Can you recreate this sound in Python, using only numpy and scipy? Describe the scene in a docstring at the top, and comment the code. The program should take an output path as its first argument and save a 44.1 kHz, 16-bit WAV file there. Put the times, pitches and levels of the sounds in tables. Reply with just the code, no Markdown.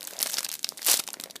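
"""Squeezing a soft toy in a plastic bag

Fingers squeeze a toy sealed in thin plastic film, close by in a small room. Creases snap one by
one over a fine crackle and a duller rubbing. The grip rests, then lets go in a dense rush, and the
toy bumps the palm. Slack panels of the bag pop dully, and the film settles with a few last ticks."""
import sys
import numpy as np
from scipy import signal
from scipy.fft import rfft, irfft
from scipy.io import wavfile
from scipy.ndimage import uniform_filter1d, minimum_filter1d

SR = 44100
rng = np.random.default_rng(int(sys.argv[2]) if len(sys.argv) > 2 else 0)


def int16_out(signal):
    """Quantize to a 16-bit WAV file."""
    q = np.round(np.clip(np.atleast_2d(signal).T, -1, 1) * 32767)
    wavfile.write(sys.argv[1], SR, q.astype(np.int16))


N = 61739

# Tone colour of the room's background: f/Hz, level/dB
AIR_SPECTRUM = [(25, -10), (60, -6), (110, 0.5), (200, 13), (350, 10), (700, -1), (1300, -22), (4000, -11),
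                (10000, -22), (15000, -31), (16000, -40)]
# Time the room's echo takes to fade by 60 dB: f/Hz, t/s
ROOM_FADE_TIMES = [(150, 0.65), (1000, 0.37), (5000, 0.12), (10000, 0.15), (16000, 0.17)]
# Dull tone colour of film pressed on the toy: f/Hz, level/dB
TOY_SPECTRUM = [(40, -44), (100, -10.5), (200, 0), (380, -7), (550, 6), (850, -2), (1300, -9), (2100, -3),
                (4000, -19), (12000, -29)]
# How strongly the fingers rub: t/s, level/dB
RUB_LEVELS = [(0, -49.5), (.1, -50), (.21, -43), (.3, -50), (.385, -47.5), (.48, -60), (.6, -65),
              (.78, -56), (.86, -54), (.89, -28.5), (.94, -37.5), (.97, -48), (1, -48), (1.03, -68),
              (1.15, -54.5), (1.26, -52), (1.4, -63.5)]
# Pops of slack film: t/s, level/dB, middle of the pitch slide f/Hz
PANEL_POPS = [(0.128, -29.5, 620), (0.156, -32.5, 690), (0.18, -34, 624), (0.204, -29, 626),
              (0.257, -27.5, 676), (0.339, -29.5, 860), (0.72, -31, 564), (0.88, -22.5, 925),
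              (0.887, -25, 573), (0.938, -20, 558), (0.991, -23.5, 448), (1.085, -27.5, 910),
              (1.168, -32.5, 467), (1.196, -28, 298), (1.235, -31.5, 460), (1.257, -30, 580),
              (1.272, -36, 620), (1.297, -34.5, 630), (1.354, -31.5, 497)]
# Tone colour of the fine crackle: f/Hz, level/dB
CRACKLE_SPECTRUM = [(100, -34), (500, -44), (1200, -8), (2800, -5), (4000, -3.5), (5200, -5), (7000, -4),
                    (10500, -5.5), (12500, -7.5), (14800, -5), (16000, -33)]
# How strongly the sliding film crackles: t/s, level/dB
CRACKLE_LEVELS = [(0, -56), (.02, -57.5), (.11, -46), (.18, -51.5), (.21, -40.5), (.255, -40), (.285, -43),
                  (.3, -32), (.312, -54), (.323, -37.5), (.345, -33), (.36, -41.5), (.385, -40.5),
                  (.42, -49.5), (.455, -41), (.478, -70), (.50, -56), (.555, -41.5), (.575, -55),
                  (.62, -55), (.70, -50), (.765, -58), (.777, -47), (.805, -50), (.855, -41), (.878, -25.5),
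                  (.912, -22.5), (.945, -26), (.965, -31.5), (.985, -41), (.998, -29.5), (1.01, -45.5),
                  (1.055, -60), (1.072, -57), (1.12, -57.5), (1.185, -61.5), (1.215, -54), (1.28, -60),
                  (1.4, -65.5)]
# Tone colour that all the snaps start from: f/Hz, level/dB
SNAP_SPECTRUM = [(40, -23), (110, -29), (220, -15), (400, -10.5), (650, -6.5), (1200, -2.5), (2600, -0.5),
                 (4500, 2.5), (8000, 0), (11000, -2), (14800, -4.5), (16000, -38.5)]
# Snapping creases: t/s, level/dB, ring f/Hz, then four relative levels:
# ring/dB, body (the lows)/dB, edge (the highs)/dB, scuff (small slips after the snap)/dB
CREASE_SNAPS = [(0.0087, -13, 4100, 15, -8, 4.5, -11), (0.0184, -24, 3800, 2, -1, -4, 3.5),
                (0.0295, -11, 3900, 6, -15, -5, -18), (0.0414, -15, 11300, 7, -9, -5, -27),
                (0.05, -12.5, 6550, 16, -6, -1, -9), (0.0723, -8, 10600, -1, -25, -2, -5),
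                (0.0763, -17, 6500, 5, 0.5, 1, 3), (0.084, -23.5, 2800, 17, -20, -8, 3),
                (0.1086, -15.5, 12500, 2.5, -2.5, -2.5, -6), (0.1344, -15.5, 5100, 4, -2, -9, -4),
                (0.1667, -16.5, 3700, 5, -18, -13, -9), (0.1816, -21.5, 3700, 12, -1, -22, -1),
                (0.19, -5, 6060, 16, -31, -2, -27), (0.2027, -7.5, 4740, -1, -7, -7, -7),
                (0.209, -5, 5160, 3.5, -11, -8, -15), (0.2172, -2.5, 11400, 11, 2, -1, -10),
                (0.2279, 6, 4600, 11.5, -7, 5, -7.5), (0.233, -4.5, 7540, 0, -7, -1, -12),
                (0.2425, -14, 9600, 11, -39, -5, -3), (0.2597, -12, 4170, 7, -3, -2, 3.5),
                (0.2633, -7.5, 3100, -7, 0, -16, -9), (0.2702, -5.5, 8600, 2, -13, -7, -1.5),
                (0.2762, -13.5, 9400, 3, 0, -5, -4), (0.2882, -19, 5000, 6, -18, -13, -9),
                (0.2978, -11.5, 8500, 11, 3, 2, 2.5), (0.3071, -10, 7500, 18, -32, -14, -15),
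                (0.3156, -12, 10300, -2, -22, 2, -9), (0.3211, -11, 7800, 6, -11, -2, -8),
                (0.3326, -11.5, 7900, 2, -12, -2, 3), (0.3412, -1, 5700, 17, -16, -9, -21),
                (0.3662, -18, 6160, 8, 7, -20, -6), (0.3703, -5, 4400, 10, -7, -13, -10),
                (0.378, -16, 5000, 9, 1, -5, 4), (0.3835, 0, 5000, 6.5, -1, -4.5, -4),
                (0.3864, -6.5, 5160, 24, -11, -17, -5), (0.391, -3.5, 5250, 1, -10, -9, -4),
                (0.4045, -17, 5450, 4, -8, -7, -12), (0.4065, -8, 9500, 6, -9, -13, -8),
                (0.4299, -12.5, 6000, 8, -0.5, -3, 2.5), (0.4448, -9.5, 4300, 14, -15, -4, -9),
                (0.446, -10, 4570, 13, -16, -4, -16), (0.4476, -1.5, 5000, -0.5, -19, -5.5, -14),
                (0.4523, -11.5, 4600, 10, -5, -9, 0), (0.4642, -12, 4500, 10, 3.5, -11, -6),
                (0.4874, -14, 8200, 4, -4, 7, -15), (0.4905, -6.5, 6950, 3, -10.5, -11, -11),
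                (0.5006, -16.5, 3700, 12, -4, -15, -6), (0.5033, -18.5, 3700, 15, 0, -16, -6),
                (0.516, -6, 9700, -7.5, -12.5, -2, -28), (0.5203, -14, 6870, 1, -14, -10, -5),
                (0.5272, -9.5, 12900, 2, -13, -9, -14), (0.5277, -14, 5000, 0, -12, -6, -16),
                (0.5362, -18, 11000, 2, -3, -10, -8), (0.5381, -15, 12000, 7, -19, -2, -2),
                (0.54, -6.5, 13800, 3.5, -12, -5.5, -8), (0.5532, -10, 9900, -7, -11, 1, -32),
                (0.5924, -13.5, 8100, 10, -10, -15.5, -9), (0.63, -13.5, 10600, -14, -18, 7, -22),
                (0.6433, -8.5, 3500, 9, -4, -7, -17), (0.6447, 3.5, 4660, 11.5, -8, -8.5, -14.5),
                (0.6465, -9, 2970, 5.5, -2.5, -6.5, -7), (0.6688, -20, 3720, 9, 0, -12, -18),
                (0.6903, -1, 4900, 4.5, -34, -3, -18), (0.7211, -19.5, 1080, 7, 2, -14, -12),
                (0.7737, -18.5, 9240, 14, -13, -12, 1), (0.779, -16.5, 6550, 6, -15, -4, -3),
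                (0.7836, -17, 4050, 20, -27, -21, -8), (0.7924, -18, 1440, 1, 8, -7, -6),
                (0.8177, -12.5, 4400, 14, -5, -3, -4), (0.8201, -15.5, 5300, 0, 3.5, -3, -3),
                (0.8291, -10.5, 5060, 7, -4, -3, -7), (0.847, -10, 6700, 3, -16, -3, 1.5),
                (0.8573, -8, 11400, -4, -12, -2, -13), (0.8649, 4, 12100, 8, -6, -0.5, -18),
                (0.8684, -4, 13500, 5, -9, -3, -14), (0.8704, 0.5, 9900, 3, -10.5, -9, -10),
                (0.8756, -3, 9800, 13, -18, -3, -17), (0.8837, 0.5, 4970, 1, -6.5, -7, -8),
                (0.8887, -0.5, 3800, 5, 1, 2, -18), (0.898, 4, 10700, 5, -20, -5, -3.5),
                (0.9094, -4, 4700, 8, -30, -8, -7), (0.9135, 2, 7950, 5, -14, 4, -17),
                (0.9151, 4, 14000, 2, -9.5, -3, -14), (0.918, 3, 5170, 7, -9, 2.5, -5),
                (0.9321, 1, 3780, 8, -25, -4, -3), (0.941, 7, 6000, -2.5, -22, -10.5, -12),
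                (0.9709, -3.5, 8750, 14, -15, -6, -9), (0.9739, -5.5, 5800, 5, -14, -7, -0.5),
                (0.9919, -7, 4200, 3, -5.5, -4, -3), (0.9948, -7, 4560, 20, -11, -1, 4.5),
                (0.9993, -6.5, 10400, 23.5, -3.5, -20, 3), (1.038, -15.5, 4800, 5, -6, -5, -3.5),
                (1.0675, -22, 9300, 8, -14, -10, 5), (1.0765, -7.5, 7250, 5.5, -8.5, -11, -5),
                (1.088, -10, 3100, 6, -10, -8.5, -11), (1.104, -12.5, 7650, 3, -11.5, -12, -28),
                (1.1321, -8, 10100, 13, -21, -4, -36), (1.1403, -10, 7340, 5.5, -2, -16, -4.5),
                (1.1997, -8, 4080, 6.5, -3, -1.5, -12), (1.211, -13.5, 9450, 10, -12, -7, -9),
                (1.221, -23, 7900, 11, -13, -6, -12), (1.2382, -7, 4200, 5, -10, -4, -6),
                (1.2586, -21, 4200, 5, 2, -5, -6), (1.2992, -22, 4320, 22, -5, -3, -1),
                (1.3085, -15, 4600, -5, -22, -16, -3), (1.3572, -16, 9600, 9, -2.5, -13, 1),
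                (1.3625, -15, 3100, 8.5, -10, -7, 0.5)]

TAPS, TOP_HZ = 2048, 15500  # samples used to build one click; top of the treble
FLUTTER_DB = -2  # the quick shiver after a click, compared with the click


def amp(db):
    """Turns decibels into a number to multiply by."""
    return 10 ** (np.asarray(db) / 20)


def unit(x):
    """Scales a sound to a total energy of 1."""
    return x / np.sqrt(np.sum(x ** 2) + 1e-20)


def evened(x):
    """Scales a sound to an average power of 1."""
    return unit(x) * np.sqrt(len(x))


def read(points, hz):
    """Looks up a table by frequency, blending between its rows."""
    f, value = np.transpose(points)
    return np.interp(np.log(hz + 1), np.log(f + 1), value)


def level(points):
    """Turns a table of levels over time into a gain for every sample."""
    return amp(np.interp(np.arange(N) / SR, *np.transpose(points)))


def add(mix, start_s, sound):
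    """Adds a sound to the mix at the given time."""
    part = mix[max(round(start_s * SR), 0):][:len(sound)]
    part += sound[:len(part)]


def air():
    """The steady, low noise of the room."""
    colour = amp(read(AIR_SPECTRUM, np.fft.rfftfreq(N, 1 / SR)))
    return amp(-60) * evened(irfft(rfft(rng.standard_normal(N)) * colour, N))


def room(x):
    """Sound bounces quickly off hands and table, then leaves a faint echo in the room."""
    t = np.arange(SR // 2) / SR
    near_noise, tail_noise, chance = rng.standard_normal((3, len(t)))
    near = unit(near_noise * (chance > 1) * (t > .0015) * np.exp(-t / .0068))
    hz, frame_s, bands = signal.stft(tail_noise, SR, nperseg=256)
    fade = amp(-60 * frame_s / read(ROOM_FADE_TIMES, hz)[:, None])
    tail = signal.istft(bands * fade, SR, nperseg=256)[1][:len(t)]
    return signal.fftconvolve(x, amp(-21.5) * near + amp(-18.5) * unit(tail * (t > .005)))[:N]


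def click(colour_db):
    """The sharpest click that can have this tone colour."""
    log_gain = np.log(amp(np.r_[colour_db, colour_db[-2:0:-1]]))
    return irfft(np.exp(np.conj(signal.hilbert(log_gain)))[:len(colour_db)])


def ring(hz, ring_hz, hump_db, hump_octaves=.48, peak_db=4, peak_width_hz=330):
    """How one small flat patch of film rings, in dB: a narrow peak on a broad hump."""
    peak = peak_db / (1 + ((hz - ring_hz) / peak_width_hz) ** 2)
    return peak + hump_db / (1 + (np.log2((hz + 1) / ring_hz) / hump_octaves) ** 4)


def crease(colour_db, flutter_db=FLUTTER_DB, flutter_s=.0006, linger_s=.002):
    """One crease clicks and shivers briefly; bending waves in the film carry the treble out first."""
    t, hz = np.arange(TAPS) / SR, np.fft.rfftfreq(TAPS, 1 / SR)
    flutter = amp(flutter_db) * unit(rng.standard_normal(TAPS) * np.exp(-t / flutter_s))
    linger = amp(-14) * unit(rng.standard_normal(TAPS) * np.exp(-t / linger_s))
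    spectrum = rfft((t == 0) + flutter + linger)
    spectrum /= np.sqrt(uniform_filter1d(abs(spectrum) ** 2, size=70))  # even out broad bumps
    delay_s = .0003 * np.maximum(1 - hz / TOP_HZ, 0)
    spectrum *= np.exp(-2j * np.pi * np.cumsum(delay_s) * hz[1])
    return unit(irfft(spectrum * rfft(click(colour_db)))[:TAPS // 2])


def tiny_slips(spectrum, per_s, spread_db, low_hz, high_hz, ring_db, patches=24):
    """A shower of tiny slips, shared among patches of film that ring at different pitches."""
    hz = np.fft.rfftfreq(TAPS, 1 / SR)
    size = amp(spread_db * np.minimum(rng.exponential(1, N), 3))
    kicks = (rng.random(N) < per_s / SR) * rng.choice([-1, 1], N) * size
    kicks /= np.sqrt(abs(uniform_filter1d(kicks ** 2, size=330)) + 1e-2)  # steady the loudness
    patch, out = rng.integers(0, patches, N), np.zeros(N)
    for k, ring_hz in enumerate(np.geomspace(low_hz, high_hz, patches)):
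        tick = crease(read(spectrum, hz) + ring(hz, ring_hz, ring_db))
        out += signal.oaconvolve(kicks * (patch == k), tick)[:N]
    return evened(out)


def bump(start_s=.993, hz=140, decay_s=.008):
    """The toy springs back against the palm."""
    t = np.maximum(np.arange(N) / SR - start_s, 0)
    return amp(-47) * np.sin(2 * np.pi * hz * t) * np.exp(-t / decay_s)


def rub():
    """The film slips with a dull sound where the fingers press it onto the toy."""
    slips = tiny_slips(TOY_SPECTRUM, per_s=1400, spread_db=5, low_hz=398, high_hz=2320, ring_db=10)
    return amp(-4.5) * level(RUB_LEVELS) * slips


def pops(rise_s=.00042, decay_s=.0017, sag=.17, delay_s=.001926):
    """Slack panels flip over with a dull tick and a very short tone that falls in pitch."""
    out, t = np.zeros(N), np.arange(TAPS) / SR
    tick = unit(click(read(TOY_SPECTRUM, np.fft.rfftfreq(TAPS, 1 / SR))))
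    rise, fade = 1 - np.exp(-t / rise_s), np.exp(-t / decay_s)
    for start_s, db, middle_hz in PANEL_POPS:
        pitch_hz = middle_hz * (1 + sag * (2 * fade - 1))
        panel = np.sin(2 * np.pi * np.cumsum(pitch_hz) / SR) * rise * fade
        add(out, start_s + delay_s, amp(db - .5) * (panel + amp(9.5) * tick))
    return out


def crackle(peak_per_s=4200):
    """Countless small creases give way while the film moves; they thin out as it slows."""
    motion = level(CRACKLE_LEVELS)
    per_s = peak_per_s * (motion / motion.max()) ** .25
    return motion * tiny_slips(CRACKLE_SPECTRUM, per_s, spread_db=4, low_hz=3160, high_hz=14000, ring_db=6)


def ripple(hz, spread_db=1.8):
    """Chance bumps and dips in the tone colour of one crease, in dB."""
    points_hz = np.geomspace(400, TOP_HZ, 20)
    return spread_db * np.interp(hz, points_hz, rng.standard_normal(len(points_hz)))


def snaps(body_hz=3100, edge_hz=7440, scuff_s=.0013):
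    """Each crease flips with its own tone colour, and smaller slips scuff after it."""
    out, hz = np.zeros(N), np.fft.rfftfreq(TAPS, 1 / SR)
    t = np.arange(TAPS // 2) / SR
    lows = 1 / (1 + (hz / body_hz) ** 8)
    highs = 1 - 1 / (1 + (hz / edge_hz) ** 8)
    for start_s, db, ring_hz, ring_db, body_db, edge_db, scuff_db in CREASE_SNAPS:
        colour = read(SNAP_SPECTRUM, hz) + ripple(hz) + lows * (body_db + 8.5) + highs * (edge_db + 9)
        ringing = ring(hz, ring_hz, ring_db)
        snap = crease(colour + ringing, FLUTTER_DB - .45 * db)  # harder snaps are crisper
        add(out, start_s, amp(db - .5) * snap)
        slips = rng.standard_normal(len(t)) ** 3 * t * np.exp(-t / scuff_s)  # swell, then die away
        scuff = unit(signal.fftconvolve(slips, click(colour + ringing / 2)))
        add(out, start_s, amp(db + scuff_db - .5) * scuff)
    return out


def scene():
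    """The bag and the toy, with the room's echo and background."""
    bass_cut = signal.butter(3, 153, "high", fs=SR, output="sos")  # thin film gives off little bass
    film = signal.sosfilt(bass_cut, snaps() + crackle() + rub() + pops())
    bag = film + bump()
    return (bag + room(bag) + air())[None]


def cut_treble(x, taps):
    """Removes the very highest treble; more taps make the cut steeper."""
    return signal.oaconvolve(x, signal.firwin(taps, TOP_HZ, window=("kaiser", 8), fs=SR)[None], "same")


def record(dry, ceiling=.68):
    """Trims the treble and turns the level down for a moment at the sharpest peaks."""
    x = cut_treble(dry, taps=201)
    needed_gain = ceiling / np.maximum(abs(x), ceiling)
    smooth_gain = uniform_filter1d(minimum_filter1d(needed_gain, size=41), size=41)
    return cut_treble(x * smooth_gain, taps=401)


dry = scene()
out = record(dry)
int16_out(out)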